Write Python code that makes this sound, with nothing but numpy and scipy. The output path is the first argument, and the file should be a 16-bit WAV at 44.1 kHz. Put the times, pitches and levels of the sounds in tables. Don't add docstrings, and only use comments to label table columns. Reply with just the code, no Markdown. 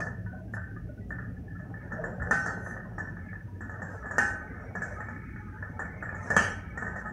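import sys
import numpy as np
from scipy import signal
from scipy.fft import rfft, irfft
from scipy.io import wavfile
from scipy.ndimage import uniform_filter1d

SR = 44100
rng = np.random.default_rng(int(sys.argv[2]) if len(sys.argv) > 2 else 0)


def transcribe(signal):
    frames = np.atleast_2d(signal).T
    limited = np.clip(frames, -1, 1)
    pcm = np.round(limited * 32767).astype(np.int16)
    wavfile.write(sys.argv[1], SR, pcm)


N = 313992
TAIL = 23000

# (t/s, strength/dB, hardness 0-1 from a wet nudge to bare steel, dome pitch f/Hz, spit pitch f/Hz)
KNOCKS = [(0.035, -33.5, 0.8, 1750, 6300), (0.0669, -30, 0.35, 1790, 6400), (0.091, -55, 0.4, 1750, 6300),
          (0.261, -42.5, 0.3, 1780, 6200), (0.537, -27, 0.54, 1748, 7060), (0.5671, -27.5, 0, 1750, 7200),
          (0.762, -40, 0, 1704, 6000), (1.1055, -27, 0.2, 1738, 7150), (1.185, -32, 0.3, 1760, 6100),
          (1.55, -48, 0.3, 1726, 6000), (1.5923, -42, 0.6, 1725, 6050), (1.7399, -36.5, 0.2, 1760, 6400),
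          (1.9194, -28, 0.68, 1751, 6360), (2.039, -25, 0.67, 1772, 7100), (2.199, -30.5, 0.3, 1696, 7200),
          (2.22, -26.5, 0.6, 1750, 7200), (2.271, -27, 0, 1733, 6600), (2.49, -28.5, 0.8, 1780, 5900),
          (2.6622, -29, 0.5, 1776, 6200), (2.709, -31, 0.2, 1776, 6100), (2.765, -33.5, 0, 1800, 6600),
          (2.801, -41, 0.1, 1810, 5900), (2.843, -43, 0, 1834, 6000), (2.9809, -26, 0.79, 1753, 6260),
          (3.072, -35.5, 0.4, 1770, 5570), (3.168, -34.5, 0.2, 1733, 5700), (3.33, -33, 0.24, 1740, 6240),
          (3.6072, -31.5, 0.73, 1712, 7240), (3.695, -31, 0.69, 1725, 6600),
          (3.741, -35.5, 0.54, 1760, 6100), (3.8183, -29, 0.82, 1755, 6700), (4.027, -34.5, 0, 1744, 7100),
          (4.057, -29.5, 0.66, 1730, 7200), (4.1094, -26, 0.83, 1734, 6950),
          (4.545, -39.5, 0.45, 1730, 5900), (4.606, -44, 0.84, 1730, 5900),
          (4.752, -26.5, 0.86, 1700, 5900), (4.8188, -26, 1, 1707, 6450), (4.854, -37, 0.94, 1730, 6400),
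          (4.905, -41, 0.8, 1790, 6000), (5.0039, -28.5, 0.61, 1774, 7460),
          (5.0854, -29.5, 0.62, 1735, 5840), (5.1617, -34.5, 0, 1750, 6200),
          (5.292, -41.5, 0.2, 1750, 5800), (5.36, -34.5, 0, 1750, 5670), (5.6253, -29, 0.38, 1747, 6450),
          (5.7924, -24.5, 0.76, 1718, 7560), (6.025, -24, 0.5, 1717, 7500), (6.0908, -27, 0.3, 1720, 7300),
          (6.1463, -31, 0.75, 1776, 7100), (6.389, -19.5, 0.5, 1793, 6100), (6.408, -29, 0.3, 1810, 6200),
          (6.4355, -25.5, 0.8, 1776, 6100), (6.4791, -28.5, 0.1, 1870, 6000), (6.774, -27, 0.9, 1860, 6950),
          (6.8232, -25, 0.7, 1785, 7400), (6.8657, -27, 0.7, 1827, 6800), (6.959, -27, 0.7, 1834, 6700),
          (7.058, -30, 0.66, 1812, 7400)]
# (t/s, strength/dB, echo tail/dB, clank level/dB, clank t60/s,
# flange ring level/dB, flange pitch f/Hz, dome pitch f/Hz, extra long lid tones/dB)
DROPS = [(.0034, -23.5, 7, -49.5, 0.067, -68, 4700, 1755, -18),
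         (2.3100, -12, 3, -53, 0.53, -50.5, 3500, 1796, 5),
         (2.461, -20.5, 9, -80, 0.46, -65, 4500, 1762, -1),
         (4.182, -9.5, 3.5, -44.5, 0.44, -51.5, 3000, 1803, 2),
         (6.3028, -17.5, 5.5, -54, 0.36, -73, 3200, 1777, -10),
         (6.3651, -6, -3, -36.5, 0.49, -51, 3400, 1767, -10),
         (6.3755, -11, 0.5, -40, 0.62, -55, 4600, 1790, -4)]
DROP_HARDNESS, DROP_SPIT_HZ = 0.61, 6240

# (f/Hz, relative level/dB)
RING_COLOUR = [(800, -36.5), (1080, -30.5), (1250, -8), (1380, -11), (1500, -7), (1630, -11), (1730, 1),
               (1840, -6.5), (1930, -19.5), (2060, -28.5), (2300, -60), (3000, -71)]
BODY_COLOUR = [(25, -28.5), (50, -14.5), (120, 1.5), (200, 5), (320, -6.5), (480, -1.5), (650, 0),
               (820, -0.5), (1100, -5.5), (1600, -38), (2000, -43), (2600, -45.5), (4500, -71)]
SPIT_COLOUR = [(3000, -43), (4300, -8), (5000, -7.5), (5600, -1.5), (6400, 2.5), (7400, 5.5), (8300, -0.5),
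               (9200, -6), (11500, -8.5), (13500, -28), (14500, -47), (16000, -61)]
# (f/Hz, relative level/dB, t60/s)
LID_TONES = [(813, -4, 0.56), (1231, -22, 1.1), (1466, -9.5, 1.0), (1527, 4, 0.72), (1727, -5.5, 0.48),
             (1883, -14.5, 0.19), (1847, -4, 0.8), (2084, -31, 0.8), (2506, -21.5, 0.38), (2823, -28, 0.51),
             (3160, -27, 0.33)]
# (f/Hz, relative level/dB, t60/s)
DOME_TONES = [(1760, 0, .26), (1810, -7, .3), (1490, -13, .2), (1270, -14, .15), (800, -16, .12),
              (625, -14, .14)]
# (f/Hz, relative level/dB, t60/s)
RIM_TONES = [(5610, 0, .36), (6120, -6, .3), (6680, -4, .3), (7080, -2, .3), (7500, 0, .33),
             (7890, -7, .26), (8380, -4, .24)]
# (f/Hz, relative level/dB, t60/s)
FLANGE_TONES = [(2490, -3, .36), (2760, 0, .33), (3200, -8, .3), (3600, -9, .3), (4177, -10, .4),
                (4490, -2, .45), (4750, 0, .33), (5200, 0, .28), (5420, 6, .38), (6293, 5, .3)]
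# (f/Hz, relative level/dB)
CLANK_COLOUR = [(1600, -28), (2200, 21), (2500, 6), (2800, 8.5), (3250, 1.5), (3600, -19), (4100, -7),
                (4600, -13), (5400, -16), (7200, -33), (12000, -53)]
# (f/Hz, relative level/dB)
CRACK_COLOUR = [(3500, -24), (4500, -8), (5000, -5), (5500, -4.5), (6200, 6.5), (7300, 3), (9000, -10),
                (12800, -19), (14000, -27), (16000, -42)]
# (f/Hz, side minus middle level/dB)
WIDTH = [(2500, -45), (4500, -28), (6000, -17), (7500, -3), (9000, 0), (14000, -10)]

RING_DB, BODY_DB, BODY_HARD_DB, SPIT_DB, SPIT_HARD_DB = -10, -18, 8.5, -65, 36.5
DOME_DB, DOME_MOST_DB = -10, -25.5
DOME_TOP_HZ = 1980
RIM_DB, RIM_MOST_DB = 3, -53
TONES_DB, TONES_SLOPE = -20, 1.45
TAIL_DB, TAIL_SOFT_DB = 7, -4.5
SPIT_FOCUS_DB, RIM_FOCUS_DB, FLANGE_FOCUS_DB = 19, 37, 10
SPUTTER_DB, SPUTTER_RATE = 3, 110
CRACK_DB, CRACK_T60_S = -27.5, .05
CRACK_TAIL_DB, CRACK_TAIL_T60_S = -11, .33
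TAP_RATE, TAP_DB, TAP_BODY_DB, TAP_SPREAD_DB = 20, -14, -8, 6

# (t/s, length/s, resonance f/Hz, peak level before flutter/dB)
CHATTER = [(.261, 0.12, 1500, -48.5), (.6, 0.13, 1533, -50), (1.11, 0.041, 1775, -43),
           (1.478, 0.15, 1740, -50.5), (1.739, 0.094, 1783, -52), (1.905, 0.056, 1750, -41.5),
           (3.26, 0.1, 1735, -45.5)]
CHATTER_RATE = 130
CHATTER_RISE_S, CHATTER_T60_S = 0.015, .2

# (f/Hz, relative level/dB)
STEAM_COLOUR = [(2500, -11), (3700, -16), (4500, -24), (5000, -9), (5600, -0.5), (6300, -1), (7200, -2.5),
                (8600, -13), (11500, -27.5), (13500, -35), (16000, -56)]
# (peak t/s, half length/s, level/dB, share of free jet against wet sputter 0-1)
PUFFS = [(0.553, 0.02, -64.5, 0.84), (1.118, 0.024, -72, .95), (2.42, 0.094, -56, 0.2),
         (2.68, 0.079, -64.5, 0.97), (3.933, 0.065, -66.5, 0.2), (4.28, 0.08, -55.5, 0.06),
         (4.88, 0.1, -69, 0), (6.294, 0.066, -61, 0), (6.47, 0.1, -58, 0), (6.823, 0.045, -78, 0.2),
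         (7.003, 0.023, -67, 0.1)]
# (f/Hz, relative level/dB)
PUFF_COLOUR = [(4500, -10), (5900, -2), (6700, 10.5), (8200, -3), (10000, 3), (11500, 0), (12600, -18),
               (15000, -28)]
# (peak t/s, half length/s, level before wavering/dB, mean pitch f/Hz)
THIN_TONES = [(2.5, .035, -67, 4520), (2.535, .025, -73, 3270), (2.58, .035, -75, 4170),
              (2.69, 0.072, -61.5, 6140), (3.023, 0.092, -73, 5650), (3.933, 0.029, -74, 5260),
              (4.01, 0.031, -74, 5750), (4.66, .05, -76, 5620), (6.276, 0.029, -65, 5470)]
SEEP_DB, SEEP_SLOPE = -86.5, 0.45
SQUEEZE_DB = -42.5
SQUEEZE_RISE_S, SQUEEZE_HOLD_S, SQUEEZE_T60_S = 0.0089, 0.068, 0.2
SIZZLE_ECHO_DB, SIZZLE_PATCHY_DB = 6, 8
THIN_DRIFT, THIN_JITTER = .006, .012

# (t/s, middling bubbles level/dB, small bubbles level/dB)
BOIL = [(0.0, -41, -76.5), (0.28, -57.5, -80), (0.95, -59, -76.5), (1.59, -58.5, -75), (1.94, -49.5, -52),
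        (2.05, -38.5, -46), (2.16, -44, -61), (2.42, -47, -49), (2.74, -44.5, -59), (3.39, -62, -64.5),
        (3.61, -63, -66), (3.79, -47.5, -53.5), (4.2, -47, -48.5), (4.54, -50.5, -52), (4.8, -54.5, -68),
        (4.96, -46, -46), (5.19, -78, -58.5), (5.49, -70.5, -53.5), (5.65, -55.5, -52.5),
        (6.05, -50, -54.5), (6.25, -45, -46), (6.41, -43.5, -52), (6.64, -56, -56.5), (7.12, -48.5, -45.5)]
# (f/Hz, relative level/dB)
RUMBLE_COLOUR = [(20, -13.5), (33, -15), (56, -10.5), (72, -7), (98, -3.5), (120, -5), (145, -9.5),
                 (178, -6), (230, -7.5), (310, -13), (450, -21.5), (700, -34.5), (1500, -57.5)]
BUBBLING_COLOUR = [(250, -7.5), (420, 1.5), (640, 5.5), (760, -2), (900, -3.5), (1080, -12), (1280, -1),
                   (1580, -5.5), (1750, -0.5), (1900, -8.5), (2100, -24.5), (2800, -52)]
FOAM_COLOUR = [(1500, -35), (2000, 6.5), (2250, 2), (2500, -4), (2900, -9), (3600, -33)]
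# (peak t/s, half length/s, level/dB)
SURGES = [(1.83, 0.061, -68), (3.3, 0.09, -62.5), (4.72, 0.57, -63.5), (5.27, 0.26, -62.5), (6, 0.21, -56),
          (6.55, 0.37, -58.5)]
# (t/s, pitch f/Hz, level before swell and flutter/dB, t60/s)
PLINKS = [(.003, 4700, -58.5, 0.18), (.14, 645, -56, 0.38), (.262, 960, -56, 0.14), (.328, 621, -46, 0.42),
          (.33, 740, -47, 0.18), (.342, 1055, -57, 0.14), (.382, 1010, -63, .13), (.412, 644, -51, 0.44),
          (.478, 1590, -61, 0.31), (.54, 5330, -70, 0.18), (.6, 653, -60, 0.33), (.68, 783, -57, 0.4),
          (.682, 480, -50, 0.093), (.762, 1228, -47.5, 0.14), (.888, 1460, -54, 0.19),
          (.888, 598, -45.5, 0.2), (.975, 1490, -55, 0.15), (.995, 404, -48, 0.28), (1.01, 1950, -60, .2),
          (1.365, 1730, -55, 0.14), (1.55, 1354, -54, 0.15), (1.595, 615, -51.5, .3),
          (1.66, 1310, -54, 0.12), (1.71, 785, -53, 0.33), (1.985, 635, -37.5, 0.33),
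          (2.19, 77.2, -19, 0.28), (2.32, 432, -27, 0.079), (2.85, 1040, -51, 0.18),
          (3.405, 1744, -44, 0.13), (3.48, 960, -56, 0.37), (3.555, 1740, -56, 0.3)]
GURGLE_DB, SMALL_DB = -4, 1.5
LUMP_DB, LUMP_RATE = 2.2, 14
RUMBLE_FRONT_DB, RUMBLE_SIDE_DB = -42, -43

# (mean f/Hz, mean level from the front/dB, mean level from the side/dB)
HUM = [(57, -53.5, -55), (96.5, -50, -48.5), (117.7, -47, -62.5), (177, -48.5, -56.5)]
# (t/s, share of the way from front to side 0-1)
PATH = [(0, 0), (2.4, 0), (3.3, 1), (7.12, 1)]
# (f/Hz, relative level/dB)
AIR_COLOUR = [(500, 1), (1500, 8.5), (2200, 9.5), (2800, 5), (3700, -2), (4600, -2.5), (5800, 0.5),
              (7500, -7), (10000, -5), (15500, -6.5)]
TOP_HZ = 15650


def lid_knocks():
    mid, side = np.zeros((2, N))
    for s, db, hardness, dome_hz, spit_hz in KNOCKS:
        tail_db = TAIL_DB + TAIL_SOFT_DB * (1 - hardness)
        add(mid, s, knock(db, hardness, tail_db, dome_hz, spit_hz))
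    for s, db, tail_db, *_, dome_hz, tones_db in DROPS:
        add(mid, s, knock(db, DROP_HARDNESS, tail_db, dome_hz, DROP_SPIT_HZ, tones_db))
        add(side, s, spray(db, DROP_HARDNESS, DROP_SPIT_HZ))
    return mid, side


def knock(db, hardness, tail_db, dome_hz, spit_hz, tones_db=0):
    ring = echoes(-2.1, 0.07, 1.5 + tail_db, 0.46, width_hz=55, patchy_db=4)
    body = echoes(1.1, 0.029, 0.5 + tail_db, 0.45, width_hz=51.7, patchy_db=3.0)
    dome_modes = np.array(DOME_TONES) * [dome_hz / DOME_TONES[0][0], 1, 1]
    dome = steel(dome_modes, scatter_db=1.5, detune=.004, rise_s=.003, flutter_rate=90)
    rim_modes = focus(RIM_TONES, spit_hz, RIM_FOCUS_DB)
    rim = steel(rim_modes, scatter_db=2.5, detune=.008, rise_s=.012, flutter_rate=90)
    long_tones = steel(LID_TONES, scatter_db=1.5, detune=0.00071, rise_s=0.1)
    spit_db = db + SPIT_DB + SPIT_HARD_DB * hardness
    return (undb(db + RING_DB) * strike(colour(ring, RING_COLOUR))
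            + undb(min(db + DOME_DB, DOME_MOST_DB)) * below_top(dome)
            + undb(db + BODY_DB + BODY_HARD_DB * hardness) * strike(colour(body, BODY_COLOUR))
            + undb(TONES_DB + TONES_SLOPE * db + tail_db + tones_db) * long_tones
            + undb(min(RIM_DB + spit_db, RIM_MOST_DB)) * rim
            + spray(db, hardness, spit_hz))


def spray(db, hardness, spit_hz):
    t = np.arange(TAIL) / SR
    spurts = np.interp(t * SPUTTER_RATE, np.arange(100), rng.standard_normal(100))
    hiss = echoes(8, 0.04, 16, 0.24, width_hz=170, patchy_db=8)
    hiss = hiss * (1 - fade(t, 0.012)) * undb(SPUTTER_DB * spurts)
    hiss = strike(colour(hiss, focus(SPIT_COLOUR, spit_hz, SPIT_FOCUS_DB)))
    return undb(db + SPIT_DB + SPIT_HARD_DB * hardness) * hiss


def below_top(x):
    return signal.sosfilt(signal.cheby1(10, .5, DOME_TOP_HZ, fs=SR, output="sos"), x)


def lid_drops():
    mid, side = np.zeros((2, N))
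    t = np.arange(TAIL) / SR
    burst = fade(t, CRACK_T60_S) + undb(CRACK_TAIL_DB) * fade(t, CRACK_TAIL_T60_S)
    for s, db, _, clank_db, t60, flange_db, flange_hz, *_ in DROPS:
        clank = echoes(3, .1, 26, t60, width_hz=60, patchy_db=11)
        add(mid, s, undb(clank_db) * strike(colour(clank, CLANK_COLOUR)))
        modes = focus(FLANGE_TONES, flange_hz, FLANGE_FOCUS_DB)
        flange = steel(modes, scatter_db=2, detune=.003, rise_s=.04, flutter_rate=55)
        add(mid, s, undb(flange_db) * flange)
        for out in mid, side:
            crack = colour(patchy(width_hz=160, patchy_db=2.5) * burst, CRACK_COLOUR)
            add(out, s, undb(db + CRACK_DB) * strike(crack))
    return mid, side


def taps():
    when, size = rng.random((2, N))
    clicks = (when < TAP_RATE / SR) * undb(-TAP_SPREAD_DB * np.log(np.maximum(size, .1)))
    room = echoes(-1.3, 0.024, 0, 0.51, width_hz=23, patchy_db=-5.5)
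    ring = signal.fftconvolve(clicks, room)[:N]
    return (unit(colour(ring, RING_COLOUR)) * undb(curve(BOIL, order=2) + TAP_DB)
            + unit(colour(ring, BODY_COLOUR)) * undb(curve(BOIL, order=1) + TAP_BODY_DB))


def lid_chatter():
    out = np.zeros(N)
    t = np.arange(TAIL) / SR
    for (s, length, hz, db), scatter in zip(CHATTER, flutter(CHATTER_RATE, count=len(CHATTER))):
        shape = (1 - fade(t, CHATTER_RISE_S)) * fade(np.maximum(t - length, 0), CHATTER_T60_S)
        add(out, s, undb(db) * shape * np.imag(scatter * np.exp(2j * np.pi * hz * t)))
    return out


def steam():
    jet = unit(rng.standard_normal(N) * undb(1.8 * walk(200)))
    droplets = unit(bubbles(600, 4300, 12500, 900, 2.0, .006))
    gap = echoes(SIZZLE_ECHO_DB, 0.02, 0, 0.15, width_hz=77, patchy_db=SIZZLE_PATCHY_DB)
    sizzle = unit(signal.fftconvolve(droplets + jet, gap)[:N])
    wet = unit(colour(sizzle, STEAM_COLOUR))
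    free = unit(colour(sizzle + jet, PUFF_COLOUR))
    boil_db = curve(BOIL, order=2)
    flow = undb(SEEP_DB + SEEP_SLOPE * (boil_db - boil_db.mean()))
    t = np.arange(TAIL) / SR
    squeeze = np.minimum(t / SQUEEZE_RISE_S, 1) * fade(np.maximum(t - SQUEEZE_HOLD_S, 0), SQUEEZE_T60_S)
    for s, db, *_ in DROPS:
        add(flow, s, undb(db + SQUEEZE_DB) * squeeze)
    out = flow * wet
    for puff in PUFFS:
        share = puff[3]
        out += swells([puff]) * (share * free + (1 - share) * wet)
    return out


def thin_tones():
    out = np.zeros(N)
    for row in THIN_TONES:
        hz = row[3] * (1 + THIN_DRIFT * walk(21) + THIN_JITTER * walk(320))
        phase = 2 * np.pi * np.cumsum(hz) / SR
        out += swells([row]) * undb(3 * walk(98)) * np.sin(phase)
    return out


def rumble():
    deep = unit(bubbles(400, 35.8, 534.0, 14.3, 1.5, 0.17)) + rng.standard_normal(N)
    deep = colour(deep, RUMBLE_COLOUR)
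    deep /= np.sqrt(uniform_filter1d(deep ** 2, size=5000))
    return deep * undb(RUMBLE_FRONT_DB + curve(PATH) * (RUMBLE_SIDE_DB - RUMBLE_FRONT_DB))


def bubbling():
    gurgle = unit(colour(simmer(bubbles(220, 350, 900, 55, 1.8, .04)), BUBBLING_COLOUR))
    small = unit(colour(simmer(bubbles(170, 830, 1950, 120, 2.4, .008)), BUBBLING_COLOUR))
    return (gurgle * undb(curve(BOIL, order=1) + GURGLE_DB + LUMP_DB * walk(LUMP_RATE))
            + small * undb(curve(BOIL, order=2) + SMALL_DB + LUMP_DB * walk(LUMP_RATE)))


def foam():
    fizz = simmer(bubbles(150, 1900, 2500, 190, 2, .04))
    return unit(colour(fizz, FOAM_COLOUR)) * swells(SURGES)


def plinks():
    out = np.zeros(N)
    t = np.arange(TAIL) / SR
    for (s, hz, db, t60), scatter in zip(PLINKS, flutter(70, count=len(PLINKS))):
        tone = np.imag(scatter * np.exp(2j * np.pi * hz * t))
        swell = (1 - np.exp(-t * hz / 2)) ** 2
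        add(out, s, np.sqrt(2) * undb(db) * tone * swell * fade(t, t60))
    return out


def hum():
    out, moved = np.zeros(N), curve(PATH)
    for hz, front_db, side_db in HUM:
        db = front_db + moved * (side_db - front_db) + 2 * walk(11)
        phase = 2 * np.pi * np.cumsum(hz + 4 * walk(16)) / SR
        out += np.sqrt(2) * undb(db) * np.sin(phase)
    return out


def air():
    return undb(-72.5) * unit(colour(rng.standard_normal(N), AIR_COLOUR))


def bubbles(rate, low_hz, high_hz, cycles, spread_db, glide):
    out = np.zeros(N)
    for when, pitch, size, life in rng.random((int(rate * N / SR), 4)):
        hz = low_hz + (high_hz - low_hz) * pitch
        gain = undb(-spread_db * np.log(max(size, .06)))
        add(out, when * N / SR, gain * bubble(hz, cycles * (.5 + life) / hz, glide))
    return out


def bubble(hz, t60, glide):
    t = np.arange(int(t60 * SR)) / SR
    tone = np.sin(2 * np.pi * hz * t * (1 + glide * t / t60 / 2))
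    return tone * fade(t, t60) * (1 - np.exp(-t * hz / 2)) ** 2


def simmer(x):
    return signal.fftconvolve(x, echoes(-1.5, 0.032, -3, 0.3, width_hz=80, patchy_db=-4))[:N]


def steel(modes, scatter_db, detune, rise_s, flutter_rate=0):
    t = np.arange(TAIL) / SR
    hz, db, t60 = np.transpose(modes)
    weight, shift = rng.standard_normal((len(hz), 2)).T
    phase = np.float32(2 * np.pi * (hz * (1 + detune * shift))[:, None] * t)
    gain = flutter(flutter_rate, count=len(hz)) if flutter_rate else 1 + 0j
    tones = gain.real * np.sin(phase) + gain.imag * np.cos(phase)
    ending = np.minimum(np.linspace(10, 0, TAIL), 1)
    ringing = undb(db + scatter_db * weight) @ (tones * fade(t, t60[:, None]))
    return ringing * (1 - fade(t, rise_s)) ** 2 * ending


def flutter(rate, count):
    t = np.arange(TAIL) / SR
    points = .6 + .7 * rng.standard_normal((count, 200, 2)) @ np.array([1, 1j])
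    points[:, 0] = 1
    return np.array([np.interp(t * rate, np.arange(len(row)), row) for row in points])


def echoes(early_db, early_t60, late_db, late_t60, width_hz, patchy_db):
    t = np.arange(TAIL) / SR
    early = unit(rng.standard_normal(TAIL) * fade(t, early_t60))
    late = unit(patchy(width_hz, patchy_db) * fade(t, late_t60))
    h = (undb(early_db) * early + undb(late_db) * late) / np.sqrt(TAIL)
    h[0] += 1
    return h


def patchy(width_hz, patchy_db):
    hz = np.arange(TAIL // 2 + 1) * SR / TAIL
    ripple = np.interp(hz / width_hz, np.arange(1000), rng.standard_normal(1000))
    gain = undb(patchy_db * np.clip(ripple, -2, 1.5))
    return irfft(rfft(rng.standard_normal(TAIL)) * gain)


def focus(rows, centre_hz, slope_db):
    out = np.array(rows, dtype=float)
    out[:, 1] -= slope_db * np.abs(np.log2(out[:, 0] / centre_hz))
    return out


def colour(x, points):
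    size = 8192
    hz, db = np.transpose(points)
    freq = np.maximum(np.arange(size // 2 + 1) * SR / size, 1)
    cepstrum = irfft(np.log(undb(np.interp(np.log(freq), np.log(hz), db))))
    cepstrum[1:size // 2] *= 2
    cepstrum[size // 2 + 1:] = 0
    response = irfft(np.exp(rfft(cepstrum)))[:size // 2]
    return signal.fftconvolve(x, response)[:len(x)]


def swells(table):
    t = np.arange(N) / SR
    return sum(undb(row[2]) * np.exp(-((t - row[0]) / row[1]) ** 2) for row in table)


def curve(table, order=1):
    rows = np.array(table)
    return np.interp(np.arange(N) / SR, rows[:, 0], rows[:, order])


def walk(rate):
    k = int(SR / rate)
    steps = np.repeat(rng.standard_normal(N // k + 1), k)
    return unit(uniform_filter1d(uniform_filter1d(steps, k), k)[:N])


def fade(t, t60):
    return np.exp(-np.log(1000) * t / t60)


def strike(x):
    return x / np.sqrt(uniform_filter1d(x ** 2, size=264).max())


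def unit(x):
    return x / np.sqrt(np.mean(x ** 2))


def undb(db):
    return 10 ** (np.asarray(db) / 20)


def add(out, s, x):
    i = int(np.clip(s * SR, 0, N - 1))
    out[i:i + len(x)] += x[:N - i]


def scene():
    knocks, spit_side = lid_knocks()
    drops, crack_side = lid_drops()
    lid = knocks + drops + taps() + lid_chatter()
    boil = rumble() + bubbling() + foam() + plinks()
    mid = lid + steam() + thin_tones() + boil + hum() + air()
    side = colour(spit_side + crack_side, WIDTH)
    return np.array([mid + side, mid - side])


def record(dry):
    return signal.sosfilt(signal.ellip(10, .1, 80, TOP_HZ, fs=SR, output="sos"), dry)


dry = scene()
out = record(dry)
transcribe(out)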